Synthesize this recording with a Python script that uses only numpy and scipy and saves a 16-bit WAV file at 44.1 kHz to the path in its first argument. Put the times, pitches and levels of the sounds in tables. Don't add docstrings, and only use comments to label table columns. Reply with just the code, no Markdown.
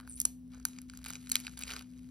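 import sys
import numpy as np
from scipy import signal
from scipy.fft import rfft, irfft, next_fast_len
from scipy.io import wavfile
from scipy.ndimage import uniform_filter1d

SR = 44100
rng = np.random.default_rng(int(sys.argv[2]) if len(sys.argv) > 2 else 0)


def volts_from_decibels(level):
    exponent = np.asarray(level, float) / 20
    return 10 ** exponent


def generate_wav(signal):
    frames = np.transpose(np.atleast_2d(signal))
    scaled = np.clip(frames, -1, 1) * 32767
    pcm = np.round(scaled).astype(np.int16)
    wavfile.write(sys.argv[1], SR, pcm)


N = 92610

# pitch_hz, level_db (per Hz)
AIR_SPECTRUM = [(250, -31), (330, 4), (700, -9.5), (1600, -18.5), (4500, -19.5), (11000, -19), (13600, -25),
                (14800, -63.5)]
# pitch_hz, level_db (per Hz)
RUMBLE_SPECTRUM = [(20, -46), (45, -11.5), (60, -7.5), (100, -11), (200, -13.5), (270, -15), (310, -24.5),
                   (420, -48)]
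# pitch_hz, level_db, width_hz, steady_share (0 to 1)
HUM_TONES = [
    (59.3, -59.5, 7.6, 0.45),
    (119.1, -65.5, 7.4, 0.88),
    (173.2, -64, 4.1, 0),
    (195.1, -70, 11, 0.06),
    (251, -52.5, 2.43, 0.62),
]
# pitch_hz, phase_rad
LEFT_LEAD = [(0, 0), (1200, -.1), (4900, 1), (6200, -1.7), (7300, -3.14), (10500, -6.2), (14200, -9.4),
             (16600, -11.6)]
# pitch_hz, left_minus_right_db
LEFT_LEAN = [(40, 1.8), (100, 1.6), (250, 3.3), (700, 4), (1400, 1), (2800, 2), (6000, 0)]
# pitch_hz, likeness (0 to 1)
PORT_LIKENESS = [(40, .97), (130, .8), (290, .94), (600, .1), (1500, .7), (4000, .85), (7300, .98)]
# time_s, pitch_hz, level_db
SQUEAK_PATH = [
    (0.09, 10200, -46.5),
    (0.103, 8950, -48),
    (0.116, 8800, -49.5),
    (.136, 7500, -48.5),
    (.15, 8800, -54.5),
    (0.161, 9240, -42.5),
    (0.173, 10300, -53),
    (0.186, 10920, -51),
]
# start_s, level_db, pitch_hz
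FINE_THREADS = [(.2128, -38, 6060), (.628, -53, 5450), (1.2408, -53.5, 2150), (1.3235, -41, 2400),
                (1.332, -39, 4400), (1.335, -47, 1500), (1.342, -39, 4400), (1.537, -52.5, 1380),
                (1.5778, -37.5, 4860), (1.6605, -55, 2500), (1.669, -45, 2300), (1.6965, -36, 1590),
                (1.7005, -46.5, 2400), (1.7035, -31, 3020), (1.707, -42, 1797), (1.7197, -32, 3440),
                (1.731, -44, 1990), (1.7362, -41, 3500), (1.7383, -41, 2300), (1.7848, -41, 3500),
                (1.794, -40, 2500), (1.826, -55, 1390), (1.9365, -57, 2500), (1.993, -57.5, 2330),
                (1.297, -46, 1500), (1.6467, -48, 2000), (.478, -62.5, 9000), (.5465, -53.5, 5000)]
# start_s, level_db, rise_s, left_minus_right_db
THICK_STRANDS = [
    (0.2514, -17.5, 0.0013, 0.5),
    (0.6522, -22.5, 0.00034, 4),
    (1.3156, -25, 0.00098, 5),
    (1.3546, -17.5, 0.0012, 7.5),
]
# pitch_hz, width_hz, level_db
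STRAND_1_RINGS = [(638, 110, -23), (1260, 290, -13.5), (4404, 210, -16), (6040, 390, -1), (7570, 300, 4),
                  (9610, 500, -0.5), (10660, 390, 7), (12720, 230, -9.5)]
STRAND_2_RINGS = [(1500, 166, -6.5), (2360, 140, -13.5), (4500, 120, -10), (5800, 300, -2),
                  (6450, 220, 4.5), (10200, 400, -4.5), (11700, 420, -1), (13100, 310, -2)]
STRAND_3_RINGS = [(1500, 180, -15), (2420, 150, -10), (4350, 220, 1.5), (6130, 260, 0.5), (7480, 150, 6),
                  (9600, 300, -5), (11000, 220, -13), (11500, 300, -6.5)]
STRAND_4_RINGS = [(1260, 260, -14), (2310, 255, -3), (3290, 400, -1), (4020, 260, 1.5), (5020, 160, -7.5),
                  (6390, 200, -6), (10200, 600, -1.5), (12000, 500, -1.5)]
# start_s, edge_db, pulp_db, rind_db, spray_db
EARLY_FIBRES = [(0.0004, -55.5, -35.5, -55.5, -57), (0.0097, -75, -46.5, -60, -56),
                (0.0754, -77, -42.5, -60, -48.5), (0.2015, -25.5, -65, -77, -22.5),
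                (0.2156, -32, -56, -71.5, -28.5), (0.2538, -24.5, -53, -39, -27.5),
                (0.5464, -56, -47.5, -69, -65), (0.5989, -54.5, -51.5, -66, -65),
                (0.6522, -25.5, -34, -41, -22.5), (0.685, -47, -49, -63, -50.5),
                (0.7863, -43.5, -42.5, -46, -68), (0.817, -55, -66, -83, -47.5),
                (0.8982, -44.5, -46.5, -47, -58.5), (0.9358, -64, -43.5, -59, -56),
                (0.9734, -44.5, -54.5, -53.5, -47.5), (1.042, -50.5, -49, -46, -43.5),
                (1.0493, -48, -48, -47.5, -51), (1.061, -43, -32, -46.5, -42.5),
                (1.0645, -57, -43, -43, -51), (1.0846, -59, -63, -71, -40), (1.1041, -39, -33, -48, -42),
                (1.1342, -39, -46, -45.5, -49), (1.1544, -41, -48, -43.5, -51.5)]
LATE_FIBRES = [(1.2612, -57, -67, -55, -60), (1.271, -49, -49, -50, -68), (1.2936, -56, -51, -48, -37.5),
               (1.2987, -39.5, -60, -48.5, -40), (1.3185, -29, -43, -36.5, -27),
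               (1.355, -27, -37, -27, -23), (1.365, -34.5, -41, -37.5, -50),
               (1.4015, -54, -67, -47.5, -42.5), (1.449, -58, -44.5, -49, -55),
               (1.468, -47.5, -70, -34, -49), (1.4789, -52, -34.5, -46, -73.5),
               (1.5739, -44.5, -39, -49.5, -46.5), (1.5913, -44, -47, -57, -37.5),
               (1.612, -59, -38.5, -48, -41), (1.6229, -43, -64, -43, -43),
               (1.6355, -34.5, -64, -37.5, -60), (1.6793, -60, -55, -39.5, -49.5),
               (1.6916, -56, -37, -44.5, -52), (1.7108, -57, -46, -41, -51), (1.7412, -50, -40, -54, -46.5),
               (1.7642, -39, -35.5, -37, -48), (1.7921, -49, -74, -48, -48.5),
               (1.8097, -61, -45.5, -51.5, -56.5)]
# start_s, length_s, effort_db, wetness_db
PULLS = [(-.03, 0.18, -75, -13), (0.063, 0.11, -68.5, 4.5), (0.165, 0.11, -60, 3.5), (0.5, 0.15, -66, -9),
         (0.643, 0.25, -64.5, -6.5), (0.882, 0.34, -65.5, -6.5), (1.047, 0.18, -53.5, -5),
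         (1.202, 0.49, -61, -3.5), (1.315, 0.11, -51, -2.5), (1.431, 0.077, -58, -6.5),
         (1.496, 0.097, -74, -4), (1.57, 0.16, -54.5, -5.5), (1.659, 0.1, -52, -6),
         (1.694, 0.16, -52, -8.5), (1.818, 0.73, -73, -5.5)]
# pitch_hz, t60_s (time to fall 60 dB), level_db
EDGE_RINGS = [(4760, 0.001, -8), (6445, 0.0035, -3), (7160, 0.0061, -4)]
PULP_RINGS = [(510, 0.01, -6.5), (810, 0.0076, -5.5), (1250, 0.0077, -12.5), (1467, 0.007, 9)]
RIND_RINGS = [(2440, 0.0097, -4.5), (3030, 0.003, 2.7), (3970, 0.0054, 0.7), (4610, 0.007, -0.5)]
SPRAY_RINGS = [(8800, 0.0019, -9.5), (10200, 0.00087, 19), (11370, 0.0025, 3.5), (12740, 0.0046, 1.5),
               (15900, 0.0045, -28)]
SNAP_LEVELS = [4, -5, 4, 3]
CRACKLE_LEVELS = [-2.5, -27, -8.5, -2]
# low_hz, high_hz
RING_BANDS = [(5030, 8000), (798, 1810), (1930, 8700), (8400, 20000)]

RING_GROUPS = [EDGE_RINGS, PULP_RINGS, RIND_RINGS, SPRAY_RINGS]
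STRAND_RINGS = [STRAND_1_RINGS, STRAND_2_RINGS, STRAND_3_RINGS, STRAND_4_RINGS]

AIR_DB, RUMBLE_DB = -74, -60.5
LULL_S, LULL_WIDTH_S, LULL_DB, LULL_HZ = .43, .09, -6, 1200
ROOM_DB, ROOM_T60_S, GAP_S = -18.5, 0.24, .004
SLIPS_PER_S, SQUEAK_WIDTH_HZ, SQUEAK_AIR = 108, 600, .06
THREAD_S, THREAD_SHARP = .0012, 2.5
BREAK_S, BREAK_RISE_S, FIRST_CRACK = .001, .00015, 1.05
DETUNE = .025
CRACKS_PER_S, SPREAD_DB, RUSTLE_DB = 700, 3.6, -7
PULL_RISE = 0.53
TOP_HZ = 15800


def read(points, hz):
    f, value = np.transpose(points)
    return np.interp(np.log(hz + 1), np.log(f + 1), value)


def evened(x):
    return x / np.sqrt(np.mean(x ** 2) + 1e-30)


def filtered(x, order, hz, kind="low"):
    return signal.sosfilt(signal.butter(order, hz, kind, fs=SR, output="sos"), x)


def coloured(points):
    spectrum = rfft(rng.standard_normal((2, N)))
    return evened(irfft(spectrum * volts_from_decibels(read(points, np.fft.rfftfreq(N, 1 / SR))), N))


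def resonate(x, hz, width_hz):
    turn = np.exp(2j * np.pi * np.cumsum(hz * np.ones(N)) / SR)
    r = np.exp(-np.pi * width_hz / SR)
    return 2 * (turn * signal.lfilter([1 - r], [1, -r], x / turn)).real


def ring(modes, band_hz, tune=1):
    t = np.arange(600) / SR
    h = np.zeros(600)
    for (hz, t60, db), detune in zip(modes, tune * np.ones(5)):
        h += volts_from_decibels(db - 60 * t / t60) * np.sin(2 * np.pi * hz * detune * t)
    h = filtered(h, 3, band_hz, "band")
    return h / np.linalg.norm(h)


def add(mix, s, sound):
    mix[:, round(s * SR):][:, :sound.shape[1]] += sound


def ports(pair, same):
    size = next_fast_len(N + 4096)
    hz = np.fft.rfftfreq(size, 1 / SR)
    a, b = rfft(np.pad(pair, ((0, 0), (2048, 2048)), "reflect"), size)
    same = read(PORT_LIKENESS, hz) ** same
    half = volts_from_decibels(read(LEFT_LEAN, hz) / 2) * np.exp(.5j * read(LEFT_LEAD, hz))
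    left, right = a * half, (same * a + np.sqrt(1 - same ** 2) * b) / half
    return irfft(np.array([left, right]), size)[:, 2048:2048 + N]


def air():
    t = np.arange(N) / SR
    hiss = filtered(volts_from_decibels(AIR_DB) * coloured(AIR_SPECTRUM), 8, 14000)
    upper = signal.sosfiltfilt(signal.butter(2, LULL_HZ, "high", fs=SR, output="sos"), hiss)
    lull = volts_from_decibels(LULL_DB * np.exp(-((t - LULL_S) / LULL_WIDTH_S) ** 2))
    return hiss + (lull - 1) * upper


def hum():
    t = np.arange(N) / SR
    out = volts_from_decibels(RUMBLE_DB) * coloured(RUMBLE_SPECTRUM)
    for hz, db, width_hz, steady in HUM_TONES:
        noise = rng.standard_normal((2, N))
        waver = evened(resonate(resonate(noise, hz, width_hz), hz, width_hz))
        tone = np.sqrt(2) * np.sin(2 * np.pi * hz * t + [[0], [1.5]])
        out += volts_from_decibels(db) * evened(steady * tone + (1 - steady) * waver)
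    return out


def room(x):
    taps = np.zeros((2, 16000))
    at = np.arange(0, 15980, 20) + rng.integers(0, 20, (2, 799))
    np.put_along_axis(taps, at, rng.choice([-1., 1.], at.shape), 1)
    t = np.arange(16000) / SR
    taps *= volts_from_decibels(-60 * t / ROOM_T60_S) * (t > GAP_S)
    taps = filtered(taps, 8, 14300)
    return volts_from_decibels(ROOM_DB) * signal.fftconvolve(x[None], taps / np.linalg.norm(taps[0]), axes=1)[:, :N]


def squeak():
    s, hz, db = np.transpose(SQUEAK_PATH)
    t = np.arange(N) / SR
    unevenness = evened(uniform_filter1d(rng.standard_normal(N), 500))
    turns = np.cumsum(SLIPS_PER_S * (1 + 0.292 * unevenness)) / SR
    puffs = (SQUEAK_AIR + np.exp(-(turns % 1) / .25)) * rng.standard_normal((2, N))
    hz = np.interp(t, s, hz)
    sound = resonate(resonate(puffs, hz, SQUEAK_WIDTH_HZ), hz, 3 * SQUEAK_WIDTH_HZ)
    return evened(sound) * volts_from_decibels(np.interp(t, s, db, -200, -200))


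def threads():
    t, out = np.arange(400) / SR, np.zeros((3, N))
    for s, db, hz in FINE_THREADS:
        puff = rng.standard_normal((3, 400)) * np.exp(-t / THREAD_S) + 2 * (t == 0)
        sound = signal.lfilter(*signal.iirpeak(hz, THREAD_SHARP, SR), puff)
        add(out, s, 4 * volts_from_decibels(db) * sound / np.linalg.norm(sound[0]))
    return out


def strands():
    t, out = np.arange(900) / SR, np.zeros((3, N))
    for (s, db, rise_s, lean_db), modes in zip(THICK_STRANDS, STRAND_RINGS):
        sound = np.zeros((3, 900))
        for hz, width_hz, mode_db in modes:
            fade = np.exp(-np.pi * width_hz * (t - rise_s))
            sound += volts_from_decibels(mode_db) * fade * np.sin(2 * np.pi * (hz * t + rng.random((3, 1))))
        sound[2] *= volts_from_decibels(-3) * evened(uniform_filter1d(rng.standard_normal(900), size=10))
        level = volts_from_decibels(db + lean_db * np.array([[0], [-1], [0]]))
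        add(out, s, level * (1 - np.exp(-(t / rise_s) ** 3)) * sound)
    return out


def break_shape():
    u = np.arange(200) / SR
    return (1 - np.exp(-(u / BREAK_RISE_S) ** 2)) * np.exp(-u / BREAK_S)


def crackle():
    t, out = np.arange(N) / SR, np.zeros((3, N))
    swell = np.array([np.sin(np.pi * np.clip((t - s) / length, 0, 1) ** PULL_RISE)
                      for s, length, _, _ in PULLS])
    effort_db, wet_db = np.transpose(PULLS)[2:]
    at = rng.random(N) < CRACKS_PER_S / SR
    size = at * volts_from_decibels(SPREAD_DB * np.minimum(rng.exponential(1, N), 4))
    wet_effect = [0.43, -2.5, -0.53, 1]
    for k, modes in enumerate(RING_GROUPS):
        hits = size * volts_from_decibels(4 * rng.standard_normal(N))
        clicks = evened(signal.oaconvolve(hits, break_shape()[::2])[:N])
        grain = (clicks + volts_from_decibels(RUSTLE_DB)) * rng.standard_normal((3, N))
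        pull = volts_from_decibels(effort_db + CRACKLE_LEVELS[k] + wet_db * wet_effect[k]) @ swell
        band_hz = np.minimum(np.multiply(RING_BANDS[k], [.45, 1]), 14500)
        out += signal.oaconvolve(grain * pull, ring(modes[:4], band_hz)[None], axes=1)[:, :N]
    return out


def snaps():
    out = np.zeros((3, N))
    for row in np.concatenate([EARLY_FIBRES, LATE_FIBRES]):
        crack = rng.standard_normal((2, 200)) ** 3 * break_shape()
        crack /= np.linalg.norm(crack, axis=1, keepdims=True)
        crack[:, 6] += FIRST_CRACK
        crack = np.vstack([crack, np.arange(200) == 6])
        tunes = 1 + DETUNE * rng.standard_normal((4, 5))
        for k, modes in enumerate(RING_GROUPS):
            sound = signal.fftconvolve(crack, ring(modes, RING_BANDS[k], tunes[k])[None], axes=1)
            add(out, row[0], 4 * volts_from_decibels(row[1 + k] + SNAP_LEVELS[k]) * sound)
    return out


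def scene():
    near = snaps() + crackle() + strands() + threads()
    wet = squeak()
    tail = ports(room(near[2] + wet[0]), .5)
    background = ports(air() + hum(), .8)
    return ports(near[:2] + wet, .45) + tail + background


def roll_off(x):
    return signal.sosfilt(signal.butter(12, 17030, fs=SR, output="sos"), x)


def record(dry):
    return roll_off(filtered(dry, 10, TOP_HZ))


dry = scene()
out = record(dry)
generate_wav(out)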